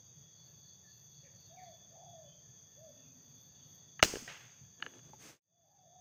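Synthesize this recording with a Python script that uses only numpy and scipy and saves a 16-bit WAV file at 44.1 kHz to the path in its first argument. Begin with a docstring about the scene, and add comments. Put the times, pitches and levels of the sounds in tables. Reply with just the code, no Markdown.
"""An air rifle is fired once under trees, close by, amid steady insects and far birds.
The trigger ticks, the piston slams home, the spring rings, and the pellet hits far wood with an echo.
Then the rifle clicks and rubs as it is handled. Insects scrape thin tones and buzzes, birds whistle
and coo, and soft air, a rumble and a faint hum lie underneath.
Near the end a rush of hiss swells, everything fades out, and the chorus creeps back."""
import sys
import numpy as np
from scipy import signal
from scipy.fft import rfft, irfft, next_fast_len
from scipy.io import wavfile

SR = 44100
rng = np.random.default_rng(int(sys.argv[2]) if len(sys.argv) > 2 else 0)


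def int16_out(signal):
    """Quantize to a 16-bit WAV file."""
    q = np.round(np.clip(np.atleast_2d(signal).T, -1, 1) * 32767)
    wavfile.write(sys.argv[1], SR, q.astype(np.int16))


N = 264644
TIME = np.arange(N) / SR


def from_db(db):
    """Turn decibels into a number to multiply by."""
    return 10 ** (np.asarray(db) / 20)

def unit_power(x):
    """Scale a sound to an average power of one."""
    return x / np.sqrt(np.mean(x ** 2) + 1e-20)

def gain_at(colour, hz):
    """Look up how strong a pitch is in a table of (pitch [Hz], level [dB])."""
    points = np.array(colour)
    return from_db(np.interp(np.log(hz + 1), np.log(points[:, 0]), points[:, 1]))

def noise(shape):
    """Noise in which shape(hz) says how strong each pitch is."""
    size = next_fast_len(N)
    hz = np.arange(size // 2 + 1) * SR / size
    return unit_power(irfft(rfft(rng.standard_normal(size)) * shape(hz), size)[:N])

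def hiss(colour):
    """Noise whose colour, its mix of low and high, comes from a table."""
    return noise(lambda hz: gain_at(colour, hz))

def murmur(pitch_hz, width_hz):
    """Noise gathered around one pitch."""
    return noise(lambda hz: (1 + ((hz - pitch_hz) / width_hz) ** 2) ** -2)

def drift(rate_hz, size=N):
    """A random wander, about one up or down."""
    knots = rng.standard_normal(8192)
    return unit_power(np.interp(TIME[:size] * 2 * rate_hz, np.arange(len(knots)), knots))

def ramp(start, length):
    """Zero until the start, then a straight climb to one."""
    return np.clip((TIME - start) / length, 0, 1)

def bump(middle, width):
    """A smooth swell of height one."""
    return np.exp(-np.minimum(((TIME - middle) / width) ** 2, 20))

def dying(start, t60, rise=0.00047):
    """A quick rise, then a fade. t60 is the fade time: the seconds it takes to drop 60 dB."""
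    age = np.maximum(TIME - start, 0)
    return (1 - np.exp(-age / rise)) * np.exp(-np.minimum(np.log(1000) * age / t60, 40))

def strike(hits, tones):
    """Hits (time [s], level [dB]) ring an object's tones (pitch [Hz], level [dB], fade time [s])."""
    blows, ringing = np.full(N, 1e-18), np.zeros(N)
    for s, db in hits:
        blows[round(s * SR)] += from_db(db)
    for k, (hz, db, t60) in enumerate(tones):
        decay = np.exp(-np.log(1000) / (t60 * SR))
        angle = 2 * np.pi * hz / SR
        tone = signal.lfilter([0, np.sin(angle)], [1, -2 * decay * np.cos(angle), decay ** 2], blows)
        ringing += (-1) ** k * from_db(db) * tone
    return ringing

def dull(x, cutoff_hz):
    """Soften the treble above the cutoff."""
    return signal.sosfilt(signal.butter(2, cutoff_hz, fs=SR, output="sos"), x)

def trees(x, t60, tail_db):
    """Trunks and leaves scatter a sound, giving it a soft tail."""
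    tail = (rng.standard_normal(N) * dying(0.0011, t60, rise=0.005))[:SR]
    return x + from_db(tail_db) * signal.fftconvolve(x, tail / np.linalg.norm(tail))[:N]


# the far background noise: (pitch [Hz], level [dB])
AIR_COLOUR = [(20, -38.5), (50, -22.5), (90, -5.5), (150, -2.5), (260, -17), (600, -18.5), (1000, -24.5),
              (2400, -32), (3600, -32.5), (3900, -43), (7300, -40.5), (8500, -47.5), (13000, -50.5),
              (14400, -35), (15450, -36.5), (15650, -65.5)]

def background(air_db=-68.5, rumble_db=-69.5, throb_db=3.5):
    """Soft, wavering air and a distant rumble that throbs unevenly."""
    air = from_db(air_db + drift(6.4)) * hiss(AIR_COLOUR)
    rumble = from_db(rumble_db + throb_db * drift(8)) * murmur(pitch_hz=139.5, width_hz=55)
    return air + rumble


def insect_buzz(pitch_hz, width_hz, pulse_hz, depth, waver_db=0.46):
    """Insects sing around one pitch, out of step; the nearest make the sound pulse."""
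    phase = 2 * np.pi * np.cumsum(pulse_hz * (1 + 0.09 * drift(8.1))) / SR
    song = murmur(pitch_hz, width_hz) * (1 + depth * np.sin(phase))
    return unit_power(song) * from_db(waver_db * drift(4.1))

# groups of insects: (pitch [Hz], width [Hz], level [dB], pulse rate [Hz], pulse depth [0-1])
INSECT_GROUPS = [(3540, 170, -83.5, 62, .2), (4673, 370, -76.5, 170, 0.4), (6188, 370, -65.5, 250, .3),
                 (6449, 300, -64, 250, 0), (6860, 73, -78.5, 140, 0.05), (13640, 300, -88, 210, 0.4)]

def insect_chorus():
    """Several groups of insects buzz without a break."""
    return sum(from_db(db) * insect_buzz(hz, width, rate, depth)
               for hz, width, db, rate, depth in INSECT_GROUPS)


# a cricket's overtones, the tones above its main one: (pitch [Hz], level against the main tone [dB])
WING_OVERTONES = [(10200, -28), (13250, -19.5), (13700, -6.5), (14100, -3.5), (14700, -19.5)]

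def cricket(pitch_hz, sway_s, highest_s, sway_hz=29.6, pulse_hz=45, depth=0.46, swell_db=3):
    """A scraped wing makes a thin, pulsing note; its pitch sways and each tone swells and sinks."""
    sway = sway_hz * np.cos(2 * np.pi * (TIME - highest_s) / sway_s)
    hz = pitch_hz * (1 + 0.0022 * drift(9)) + sway
    pulses = 1 + depth * np.sin(2 * np.pi * np.cumsum(pulse_hz * (1 + 0.15 * drift(9.2))) / SR)
    phase = 2 * np.pi * np.cumsum(hz) / SR
    tone = lambda k: unit_power(np.sin(k * phase) * pulses * from_db(swell_db * drift(5)))
    return tone(1) + sum(gain_at(WING_OVERTONES, k * pitch_hz) * tone(k) for k in (2, 3, 4))

# crickets: (pitch [Hz], level [dB], time per sway [s], time of highest pitch [s], share of surge [0-1])
NEAR_CRICKETS = [(3433, -80.5, 2.3, 1.3, 1), (3436, -82.5, 2.05, .92, .2), (3366, -82, 2.35, 1.0, 0.2),
                 (3340, -86, 2.45, 0.8, 0.03), (3330, -91, 3.5, 1.2, .1), (3715, -89.5, 2.15, 0.8, 0.78)]
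# moments when they get louder: (time [s], width [s], boost [dB])
CRICKET_SURGES = [(3.38, 0.04, 8.5), (3.729, .1, 5)]

def crickets():
    """The nearest crickets trill among the trees and surge twice."""
    surge_db = sum(db * bump(s, width) for s, width, db in CRICKET_SURGES)
    trills = sum(from_db(db + share * surge_db) * cricket(hz, sway_s, highest_s)
                 for hz, db, sway_s, highest_s, share in NEAR_CRICKETS)
    return trees(trills, t60=0.36, tail_db=-1)


def bird_note(start, length, pitch, hoarse):
    """A whistle following pitch(progress), with progress 0-1; a hoarse one flutters, then clears."""
    progress = np.linspace(0, 1, round(length * SR))
    flutter = 0.15 * hoarse * np.cos(np.pi / 2 * progress) ** 2 * drift(160, size=len(progress))
    hz = pitch(progress) * (1 + flutter)
    swell = np.sqrt(np.abs(np.sin(np.pi * progress)))
    wave = swell * np.sin(2 * np.pi * np.cumsum(hz) / SR)
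    return np.pad(wave, (round(start * SR), N))[:N]

# very distant birds: (pitch [Hz], level [dB])
FAR_WHISTLES = [(1800, -85), (2620, -89)]

def far_birds(count=40, vary_db=3, slide=0.046):
    """Short, slightly falling whistles come at random, blurred by the trees."""
    whistles = np.zeros(N)
    for hz, db in FAR_WHISTLES:
        for k, (delay, detune, strength) in enumerate(rng.uniform(-1, 1, (count, 3))):
            start = (k + abs(delay)) / count * N / SR
            fall = lambda progress: hz * (1 + slide * (detune + 0.5 - progress))
            whistles += from_db(db + vary_db * strength) * bird_note(start, 0.13, fall, hoarse=0.2)
    return trees(whistles, t60=0.47, tail_db=2)


def chirping_insect(first_s=0.437, every_s=0.2475, chirp_db=-69, buzz_db=-75.5):
    """A nearer insect chirps six times at an even pace, and later buzzes in one long swell."""
    chirps = sum(bump(first_s + k * every_s, width=0.086) for k in range(6))
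    loudness = from_db(chirp_db) * chirps + from_db(buzz_db) * bump(middle=3.55, width=0.4)
    return loudness * insect_buzz(pitch_hz=4490, width_hz=250, pulse_hz=200, depth=0.45)


# high bird calls: (time [s], length [s], level [dB], hoarseness [0-1], first pitch [Hz], last pitch [Hz])
HIGH_CALLS = [(0.829, 0.08, -71, 0.21, 1858, 1714), (1.234, 0.051, -70.5, 0.87, 2600, 1654),
              (1.561, 0.065, -66.5, 0.45, 2740, 1694), (2.25, 0.15, -73.5, 0.08, 3045, 3206),
              (2.956, .17, -80, 0.4, 2780, 2506), (3.543, 0.16, -80.5, 0.54, 2760, 3110)]

def calling_birds(curve=1.7):
    """Thin calls, each sliding in pitch and then flattening out."""
    calls = np.zeros(N)
    for start, length, db, hoarse, from_hz, to_hz in HIGH_CALLS:
        glide = lambda progress: to_hz + (from_hz - to_hz) * (1 - progress) ** curve
        calls += from_db(db) * bird_note(start, length, glide, hoarse)
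    return trees(calls, t60=0.47, tail_db=2)


# low bird calls: (time [s], length [s], level [dB], pitch aimed for [Hz], hoarseness [0-1])
LOW_COOS = [(1.225, 0.06, -64.5, 685, 0.05), (1.493, 0.25, -56.5, 783, 0.23),
            (1.9, 0.4, -57.5, 738.6, 0.64), (2.763, 0.16, -57.5, 702.6, 0.24),
            (5.468, .24, -63.5, 729.6, 0.35), (5.601, 0.32, -62.5, 820, .45), (5.831, 0.37, -57, 754, 0.36)]

def cooing_birds(scoop=0.284, scoop_s=0.04, sag=0.28, swell_db=2):
    """Each coo scoops up in pitch, is loudest past its middle, and sags at the end."""
    coos = np.zeros(N)
    for start, length, db, hz, hoarse in LOW_COOS:
        def arch(progress):
            return hz * (1 - scoop * np.exp(-progress * length / scoop_s) - sag * progress ** 2.6)
        swell = bump(start + 0.78 * length, 0.14 * length)
        coos += from_db(db + swell_db * swell) * bird_note(start, length, arch, hoarse)
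    return trees(coos, t60=0.52, tail_db=-2.5)


def distant_hum(level_db=-69):
    """A faint low hum swells far away and slowly dies."""
    return from_db(level_db) * dying(2.88, t60=5.2, rise=0.021) * murmur(pitch_hz=249.4, width_hz=30)


# tones of the rifle's small steel parts: (pitch [Hz], level [dB], fade time [s])
STEEL_TONES = [(877, -15.5, 0.016), (1320, -5, 0.01), (1700, -2.5, 0.019), (2908, 0, 0.0087),
               (4470, -7.5, 0.0056), (9500, -25, .002)]
# clicks of the trigger and other moving parts: (time [s], level [dB], treble cutoff [Hz])
STEEL_CLICKS = [(3.9940, -35.5, 2960), (4.0014, -37, 2470), (4.156, -35, 6000), (4.8018, -49, 1990),
                (4.8240, -36.5, 12000), (4.8253, -25, 3300), (4.8637, -31, 2600), (4.9376, -53.5, 5080),
                (4.992, -55, 4000)]

def clicks():
    """Steel parts snap into place and ring; a softer touch sounds duller."""
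    ticks = sum(dull(strike([(s, db)], STEEL_TONES), cutoff) for s, db, cutoff in STEEL_CLICKS)
    return trees(ticks, t60=0.18, tail_db=-19.5)


# the trigger catch slips twice, lower the second time: (time [s], level [dB], pitch [Hz], fade time [s])
TRIGGER_SLIPS = [(3.9957, -32.5, 1913, .012), (3.9981, -40, 1290, 0.03)]
# knocks of the stock, the part you hold: (time [s], level [dB], pitch [Hz], fade time [s])
STOCK_KNOCKS = [(4.0297, -28, 90.45, 0.038), (4.0347, -36, 170, .02), (4.0542, -32.5, 198, 0.03),
                (4.096, -43, 250, .025), (4.1382, -25.5, 430, 0.015), (4.1566, -30, 407, 0.021),
                (4.1693, -31, 440, 0.014), (4.223, -45, 242, 0.066), (4.8673, -43.5, 480, 0.024),
                (5.134, -45, 860, 0.041)]

def slips_and_knocks():
    """Each small bump of the trigger or stock rings one short, dull tone."""
    taps = sum(strike([(s, db)], [(hz, 0, t60)]) for s, db, hz, t60 in TRIGGER_SLIPS + STOCK_KNOCKS)
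    return dull(taps, cutoff_hz=4000)


# bursts of air and rattling metal: (time [s], level [dB], fade time [s])
BURSTS = [(4.0255, -17, 0.017), (4.0345, -16.5, .022), (4.0450, -26.5, 0.039)]
# the noise in those bursts: (pitch [Hz], level [dB])
BURST_COLOUR = [(60, -4), (400, 0), (1000, -11.5), (2000, -0.5), (3300, -7), (4200, -0.5), (5000, -6),
                (6300, 3), (7500, -6.5), (10000, -21), (13800, -21), (15000, -4.5), (16500, -21.5)]
# the piston, which pushes the air, hits home and bounces: (time [s], level [dB])
PISTON_HITS = [(4.0269, -9), (4.0276, 0.5), (4.0290, -10), (4.0356, -23)]
# tones of the barrel and stock: (pitch [Hz], level [dB], fade time [s])
BODY_TONES = [(115.1, -26.5, 0.017), (245, -18.5, 0.021), (363, -16.5, 0.018), (622, -8, 0.014),
              (1300, -7.5, 0.0078), (1620, -12, .01), (2130, -6, 0.0079), (2840, -8, .009),
              (4100, -13, 0.0054), (5300, -17, 0.017), (6260, -12.5, 0.0092)]

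def shot():
    """Air bursts out and metal clatters as the piston's slam rings the whole rifle."""
    clatter = hiss(BURST_COLOUR) * sum(from_db(db) * dying(s, t60) for s, db, t60 in BURSTS)
    return clatter + strike(PISTON_HITS, BODY_TONES)


# the ringing of the spring's coils: (pitch [Hz], level [dB])
COIL_COLOUR = [(100, -5), (300, -5), (600, -8.5), (1130, -7.5), (1900, -7), (3100, -5.5), (3860, -14.5),
               (4600, -7.5), (6300, -0.5), (8000, -12), (8500, -11), (9100, -17.5), (11200, -24),
               (11900, -18.5), (12600, -28.5), (15000, -13), (16000, -31)]

def coil_shimmer(level_db=-40.5, scatter_db=-39, count=100):
    """The coils ring in many weak tones, the high ones dying sooner; sound scatters nearby as a hiss."""
    hz = np.linspace(1500, 15400, count) + rng.uniform(-70, 70, count)
    weights = gain_at(COIL_COLOUR, hz)
    age = TIME[:SR, None]
    t60 = 0.58 / (1 + hz / 18000)
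    waves = np.sin(2 * np.pi * (hz * age + rng.random(count))) * np.exp(-np.log(1000) * age / t60)
    ring = waves @ (weights / np.linalg.norm(weights))
    first_hit_s, hardest_hit_s = PISTON_HITS[0][0], PISTON_HITS[1][0]
    ring = np.pad(ring, (round(hardest_hit_s * SR), N))[:N]
    scatter = hiss(COIL_COLOUR) * dying(first_hit_s, t60=0.79, rise=0.0079)
    return from_db(level_db) * ring + from_db(scatter_db) * scatter

# the spring's strongest tones: (pitch [Hz], level [dB], fade time [s])
SPRING_TONES = [(4400, -5, 0.78), (4930, -3, 0.91), (4920, -2.5, 0.46), (5530, -4, 0.52),
                (5669, -4.5, 0.46), (6450, 3, 0.85), (6900, -6.5, .55), (7150, -7, .55), (8450, -7.5, 0.45),
                (10070, -10, 0.43), (14900, -5.5, .4)]

def spring(level_db=-50, neighbour_db=-5):
    """The slam rings the spring; each tone wobbles against a weaker neighbour on either side."""
    tones = [(hz + side * rng.uniform(14.44, 110.2), db + abs(side) * neighbour_db, t60)
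             for hz, db, t60 in SPRING_TONES for side in (0, -1, 1)]
    return strike([(PISTON_HITS[0][0], level_db)], tones)


# tones of the wood that the pellet hits: (pitch [Hz], level [dB], fade time [s])
WOOD_TONES = [(710, -2, 0.028), (1570, -2.5, .04), (1890, 1, .04)]
# the echo from the trees: (pitch [Hz], level [dB])
TREE_ECHO_COLOUR = [(100, -57), (500, 6.5), (1000, 4.5), (1800, 10.5), (2800, 10), (4000, -1), (6800, -4),
                    (11000, -52)]

def pellet(lands_s=4.2775, tick_db=-42, echo_db=-48, flicker_db=1.26):
    """The pellet ticks on far wood, and the trees answer with a patchy echo."""
    tick = strike([(lands_s, tick_db)], WOOD_TONES)
    echo = hiss(TREE_ECHO_COLOUR) * dying(lands_s, t60=0.71, rise=0.00085)
    return tick + echo * from_db(echo_db + flicker_db * drift(40))


# hands rubbing the stock: (pitch [Hz], level [dB])
RUB_COLOUR = [(80, -28), (260, 0.5), (550, -7), (1000, -15.5), (3200, -20), (7500, -30), (10200, -36.5),
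              (12500, -46)]

def hands(start_s=4.77, end_s=5.28, level_db=-61.5, settle_db_per_s=15, rough_db=4.5):
    """Hands shift on the stock with an uneven rub, then settle."""
    settling = from_db(level_db - settle_db_per_s * (TIME - start_s))
    rub = unit_power(hiss(RUB_COLOUR) * from_db(rough_db * drift(25)))
    return ramp(start_s, 0.049) * settling * (TIME < end_s) * rub


SILENT_S = 5.405   # when the whole scene has faded to nothing
# the closing rush of hiss: (pitch [Hz], level [dB])
RUSH_HISS = [(50, -17.5), (130, -5), (400, 1.5), (900, -8), (2200, -6), (4000, -10.5), (6500, -7),
             (9000, -16.5), (13000, -24), (15200, -13), (15800, -50)]

def rush(start_s=5.18, level_db=-56):
    """A hiss swells and holds until the moment of silence."""
    return from_db(level_db) * ramp(start_s, 0.058) * (TIME < SILENT_S) * hiss(RUSH_HISS)


def scene():
    """Add every sound into one channel."""
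    outdoors = background() + insect_chorus() + crickets() + far_birds() + chirping_insect()
    outdoors += calling_birds() + cooing_birds() + distant_hum()
    rifle = clicks() + slips_and_knocks() + shot() + coil_shimmer() + spring() + pellet() + hands()
    return (outdoors + rifle + rush())[None]

def record(dry, ceiling=0.78, dip_db=-7.5, fade_out_s=0.11, fade_in_s=0.98, cutoff_hz=16600):
    """Round off the loudest peaks, fade out fast and back in slowly, and cut the highest treble."""
    rounded = ceiling * np.tanh(dry / ceiling)
    dip = from_db(dip_db * bump(middle=4.016, width=0.0088))   # a brief dip just before the shot
    fade_out = (1 - ramp(SILENT_S - fade_out_s, fade_out_s)) ** 2.1
    fade_in = ramp(SILENT_S, fade_in_s) ** 1.12
    treble_cut = signal.ellip(12, 0.1, 80, cutoff_hz, fs=SR, output="sos")
    return signal.sosfilt(treble_cut, rounded * dip * (fade_out + fade_in))


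dry = scene()
out = record(dry)
int16_out(out)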